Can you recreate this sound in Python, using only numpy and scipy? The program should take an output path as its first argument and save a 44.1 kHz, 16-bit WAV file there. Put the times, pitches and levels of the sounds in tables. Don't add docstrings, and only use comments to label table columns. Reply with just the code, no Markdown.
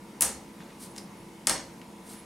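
import sys
import numpy as np
from scipy import signal
from scipy.fft import rfft, irfft
from scipy.io import wavfile
from scipy.ndimage import uniform_filter1d

SR = 44100
rng = np.random.default_rng(int(sys.argv[2]) if len(sys.argv) > 2 else 0)


def transcribe(u):
    v = np.clip(np.atleast_2d(u).T, -1, 1)
    q = np.round(v * 32767).astype(np.int16)
    wavfile.write(sys.argv[1], SR, q)


N = 99225
SCENE_T = np.arange(N) / SR
T = np.arange(32768) / SR
HZ = np.fft.rfftfreq(len(T), 1 / SR)


def amp(db):
    return 10 ** (np.asarray(db) / 20)

def unit_energy(x):
    return x / np.sqrt(np.sum(x ** 2) + 1e-20)

def unit_rms(x):
    return x / np.sqrt(np.mean(x ** 2) + 1e-20)

def curve(points, hz):
    f, value = np.transpose(points)
    return np.interp(np.log(hz + 1), np.log(f + 1), value)

def bell(hz, octaves):
    return np.exp(-.5 * (np.log2((HZ + 1) / hz) / octaves) ** 2)

def coloured(x, points):
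    return irfft(rfft(x) * amp(curve(points, np.fft.rfftfreq(len(x), 1 / SR))), len(x))

def wander(hz):
    lowpass = np.exp(-(np.fft.rfftfreq(N, 1 / SR) / hz) ** 2)
    return unit_rms(irfft(rfft(rng.standard_normal(N)) * lowpass, N))

def add(mix, start, sound):
    part = mix[..., max(round(start * SR), 0):][..., :sound.shape[-1]]
    part += sound[..., :part.shape[-1]]

def burst(envelope, colour_db):
    log_gain = np.log(amp(np.maximum(colour_db, -80)))
    mirrored = np.r_[log_gain, log_gain[-2:0:-1]]
    response = np.exp(np.conj(signal.hilbert(mirrored)))[:len(HZ)]
    impacts = envelope * rng.choice([-1., 1.], len(T))
    for _ in range(3):
        spectrum = rfft(impacts)
        white = unit_rms(irfft(spectrum / (abs(spectrum) + 1e-12))) * np.sqrt(np.mean(envelope ** 2))
        impacts = envelope * np.tanh(white / (envelope + 1e-9))
    return unit_energy(irfft(rfft(impacts) * response))

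def kitchen(x, tail_db, pan_db=0, lag_s=0.0032, build_s=0.0024):
    # frequency in Hz, seconds for the tail to fall 60 dB.
    t60 = [(100, 1), (400, 0.62), (1000, 0.41), (2500, 0.41), (6000, .37), (9000, 0.27), (12000, 0.23),
           (16000, 0.18)]
    # frequency in Hz, gain of the tail's side channel in dB.
    width = [(100, -35), (500, -13), (4500, -8), (9000, -9), (13000, -23)]
    # delay in seconds, gain in dB.
    echoes = [(.0032, -9), (.0075, -12.5), (.014, -16.5)]
    hz, t, noise = signal.stft(rng.standard_normal((2, len(T))), SR, nperseg=256)
    dying = noise * amp(-60 * t / curve(t60, hz)[:, None])
    build = 1 - np.exp(-np.maximum(T - lag_s, 0) / build_s)
    mid, side = signal.istft(dying, SR, nperseg=256)[1][:, :len(T)] * build
    side = coloured(unit_energy(side), width) * (T < T[-1] / 2)
    left_right = np.array([[1], [-1]])
    paths = amp(tail_db) * (unit_energy(mid) + left_right * side)
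    paths[:, :1] += amp(left_right * pan_db / 2)
    for delay, db in echoes:
        paths[:, round(delay * SR)] += amp(db)
    return signal.fftconvolve(x[None], paths, axes=1)

def room_tone(level_db=-49, patch_db=1.5):
    # frequency in Hz, relative level in dB.
    colour = [(15, -49), (25, -14), (64, -11), (87, -14), (127, -7.5), (195, -1), (236, -0.5), (335, -8.5),
              (363, -8), (463, -11.5), (503, -14), (545, -14), (677, -13), (962, -14), (1610, -23),
              (1890, -20), (3820, -27), (11000, -29.5), (16000, -42)]
    # frequency in Hz, side against mid in dB.
    width = [(50, -24), (200, -20.5), (500, -8.5), (1000, -6), (4000, -5.5), (10000, -19)]
    hz, _, noise = signal.stft(rng.standard_normal((2, N)), SR, nperseg=2048)
    patches = uniform_filter1d(rng.standard_normal(noise.shape[1:]), size=12, axis=0)
    patches = unit_rms(uniform_filter1d(patches, size=4, axis=1))
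    mid, side = noise * amp(curve(colour, hz)[:, None] + patch_db * patches)
    side *= amp(curve(width, hz))[:, None]
    stereo = signal.istft(np.array([mid + side, mid - side]), SR, nperseg=2048)[1][:, :N]
    return amp(level_db) * unit_rms(stereo)

def fridge(waver_hz=2.584, flutter=0.2):
    # frequency in Hz, level in dB.
    tones = [(140, -65.5), (181, -58.5), (207, -55), (273, -63.5), (336.5, -57), (450, -66.5),
             (472.5, -64.5), (553, -67.5), (878, -65), (932, -64.5), (998, -64.5), (2186, -72.5)]
    hum = 0
    for hz, db in tones:
        level = 1 + flutter * wander(hz=9.9)
        turns = hz * SCENE_T + rng.random() + waver_hz * np.cumsum(wander(hz=10.5)) / SR
        hum += amp(db) * unit_rms(level * np.sin(2 * np.pi * turns))
    return hum

def whine(hz=9150, spread_hz=76, level_db=-72.5):
    pitch = hz + spread_hz * wander(hz=150)
    return amp(level_db) * unit_rms(np.sin(2 * np.pi * np.cumsum(pitch) / SR))

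def joint_clack(bite_db, edge_db, pitch, spacing_hz):
    # frequency in Hz at pitch ratio 1, relative level in dB.
    spectrum = [(300, -63), (1500, -30.5), (2200, -20), (2900, -10), (3900, -13.5), (4400, -11),
                (5600, -4.5), (7200, -5.5), (8400, -0.5), (9800, 1.5), (11000, -0.5), (12200, -8),
                (15500, -17.5)]
    rise_s, hold_s, fall_s = 0.00026, 0.00156, 0.0014
    chatter_db, chatter_s, hollow_db = -16.5, 0.0027, 1
    slam = np.minimum(T / rise_s, 1) * np.exp(-np.maximum(T - hold_s, 0) / fall_s)
    chatter = amp(chatter_db) * np.exp(-T / chatter_s)
    colour = curve(spectrum, HZ / pitch)
    colour += bite_db * bell(hz=4020, octaves=.45) + edge_db * bell(hz=13500, octaves=0.26)
    colour += hollow_db * np.cos(2 * np.pi * HZ / spacing_hz)
    return burst(slam + chatter, colour)

def tube_ring(bite_db, waver_hz=22.2):
    # frequency in Hz, relative level in dB, seconds to fall 60 dB.
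    modes = [(534.8, -17.5, 0.53), (786, -9, 0.26), (969, -17, 0.27), (1295, -21.5, 0.33),
             (1995, -12.5, 0.23), (4310, -6.5, 0.073), (5220, -11.5, 0.097), (5771, -8, 0.18),
             (6621, -8, .25), (8060, -8, .2), (8230, -1, 0.19), (8700, -19, 0.2), (9950, -26, 0.13),
             (10870, -2.5, 0.078)]
    ring = 0
    for hz, db, t60 in modes:
        turns = hz * T + rng.random() + waver_hz * np.cumsum(wander(hz=61)[:len(T)]) / SR
        lift_db = bite_db * np.interp(hz, HZ, bell(hz=2800, octaves=0.32))
        ring += amp(db + lift_db - 60 * T / t60) * np.sin(2 * np.pi * turns)
    return unit_energy(ring)

def tip_knock(lag_s=.002, rise_s=0.00076, decay_s=0.009):
    # frequency in Hz, relative level in dB.
    colour = [(40, -18), (120, -11), (250, 0), (380, -4.5), (520, -1.5), (950, -0.5), (1400, -3.5),
              (2050, -1), (2700, -13), (5000, -23)]
    since = np.maximum(T - lag_s, 0)
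    return burst(np.minimum(since / rise_s, 1) * np.exp(-since / decay_s), curve(colour, HZ))

def crutch_landings(mix, gain_db=6):
    # start in seconds; clack, its 4 kHz bite and 13.5 kHz edge in dB; clack pitch ratio;
    # resonance spacing in Hz; ring, knock, room tail and left over right in dB. Levels are relative.
    landings = [(0.2081, -2.5, -7.5, 6.5, 0.96, 1400, -27, -16.5, 1, 3.5),
                (0.2213, 0.5, -3, -4.5, 1.024, 1220, -8, -14, -2, 1.5),
                (1.4704, -.5, 4.5, -8, 1, 1070, -12, -10, -3.5, 2.5),
                (1.4951, -4.5, 7, -5, 0.98, 1130, -12.5, -9, -1.5, 3)]
    for start, clack_db, bite, edge, pitch, spacing, ring_db, knock_db, tail_db, pan_db in landings:
        clack = amp(clack_db) * joint_clack(bite, edge, pitch, spacing)
        knock = amp(knock_db) * tip_knock()
        ring = amp(ring_db) * tube_ring(bite)
        add(mix, start, amp(gain_db) * kitchen(clack + knock + ring, tail_db, pan_db))

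def floor_thumps(mix):
    # start in seconds, level in dB, frequency in Hz, decay in seconds.
    thumps = [(.215, -48.5, 68.6, 0.031), (.335, -52, 71, 0.023), (.475, -56, 60, 0.011),
              (1.49, -49, 45, 0.027), (1.49, -51, 113, 0.02), (1.61, -55.5, 69, 0.035)]
    for start, db, hz, decay in thumps:
        swell = T / decay * np.exp(1 - T / decay)
        add(mix, start, amp(db) * swell * np.sin(2 * np.pi * hz * T))

def crutch_ticks(mix, decay_s=0.0011, gain_db=6):
    # start in seconds, relative level in dB, centre in Hz, width in octaves.
    ticks = [(.604, -32.5, 1500, 0.35), (.9632, -27.5, 6600, 0.55), (.9795, -25, 9400, 0.33),
             (.9822, -22.5, 5070, 0.12), (1.8158, -32.5, 2520, 0.32)]
    # frequency in Hz, relative level in dB.
    body = [(400, -18), (1300, 6), (9000, -5.5), (11000, -8), (12500, -14), (16000, -25)]
    for start, db, hz, octaves in ticks:
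        resonance_db = -10 * np.log10(1 + (np.log2((HZ + 1) / hz) / octaves) ** 2)
        click = burst(np.exp(-T / decay_s), curve(body, HZ) + resonance_db)
        add(mix, start, amp(db + gain_db) * kitchen(click, tail_db=-9))

def friction(strokes, colour, tail_db, grain_db=2.5):
    envelope = 0
    for peak, db, rise, fall in strokes:
        width = np.where(SCENE_T < peak, rise, fall)
        envelope += amp(db) * np.exp(-.5 * ((SCENE_T - peak) / width) ** 2)
    grains = rng.standard_normal(N) * amp(grain_db * wander(hz=400))
    return kitchen(envelope * unit_rms(coloured(grains, colour)), tail_db)[:, :N]

def floor_scrapes():
    # peak time in seconds, level in dB, rise and fall in seconds.
    strokes = [(.612, -57.5, 0.0095, 0.013), (.71, -61, 0.081, 0.042), (.975, -56, 0.019, 0.029),
               (2.14, -60.5, 0.035, 0.072)]
    # frequency in Hz, relative level in dB.
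    colour = [(300, -20), (1200, 0), (2300, -2.5), (3500, -5.5), (7000, -14), (12000, -37)]
    return friction(strokes, colour, tail_db=-12)

def clothing_scuffs():
    # peak time in seconds, level in dB, rise and fall in seconds.
    strokes = [(0.827, -46.5, .02, 0.022), (.985, -56.5, 0.025, 0.02), (2.11, -50, 0.035, 0.035)]
    # frequency in Hz, relative level in dB.
    colour = [(300, -17), (1500, -17), (4200, -10), (6500, -10), (8800, -3), (10200, -5), (12000, -10),
              (15500, -20)]
    return friction(strokes, colour, tail_db=-3.5)

def thin_squeaks(mix, waver=.005, flutter=0.42):
    # start and length in seconds, level in dB, pitch in Hz.
    squeaks = [(.865, 0.082, -63, 10700), (1.02, 0.041, -66, 10900), (1.15, 0.1, -70, 11040),
               (2.135, 0.11, -58.5, 10630)]
    for start, length, db, hz in squeaks:
        n = round(length * SR)
        pitch = hz * (1 + waver * wander(hz=200)[:n])
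        level = np.sin(np.pi * np.arange(n) / n) * (1 + flutter * wander(hz=120)[:n])
        add(mix, start, amp(db) * unit_rms(level * np.sin(2 * np.pi * np.cumsum(pitch) / SR)))

def scene():
    mix = room_tone() + fridge() + whine() + clothing_scuffs() + floor_scrapes()
    crutch_landings(mix)
    floor_thumps(mix)
    crutch_ticks(mix)
    thin_squeaks(mix)
    return mix

def record(dry):
    lowpass = signal.firwin(511, 15900, window=("kaiser", 9), fs=SR)
    return signal.oaconvolve(dry, lowpass[None], "same", axes=1)


dry = scene()
out = record(dry)
transcribe(out)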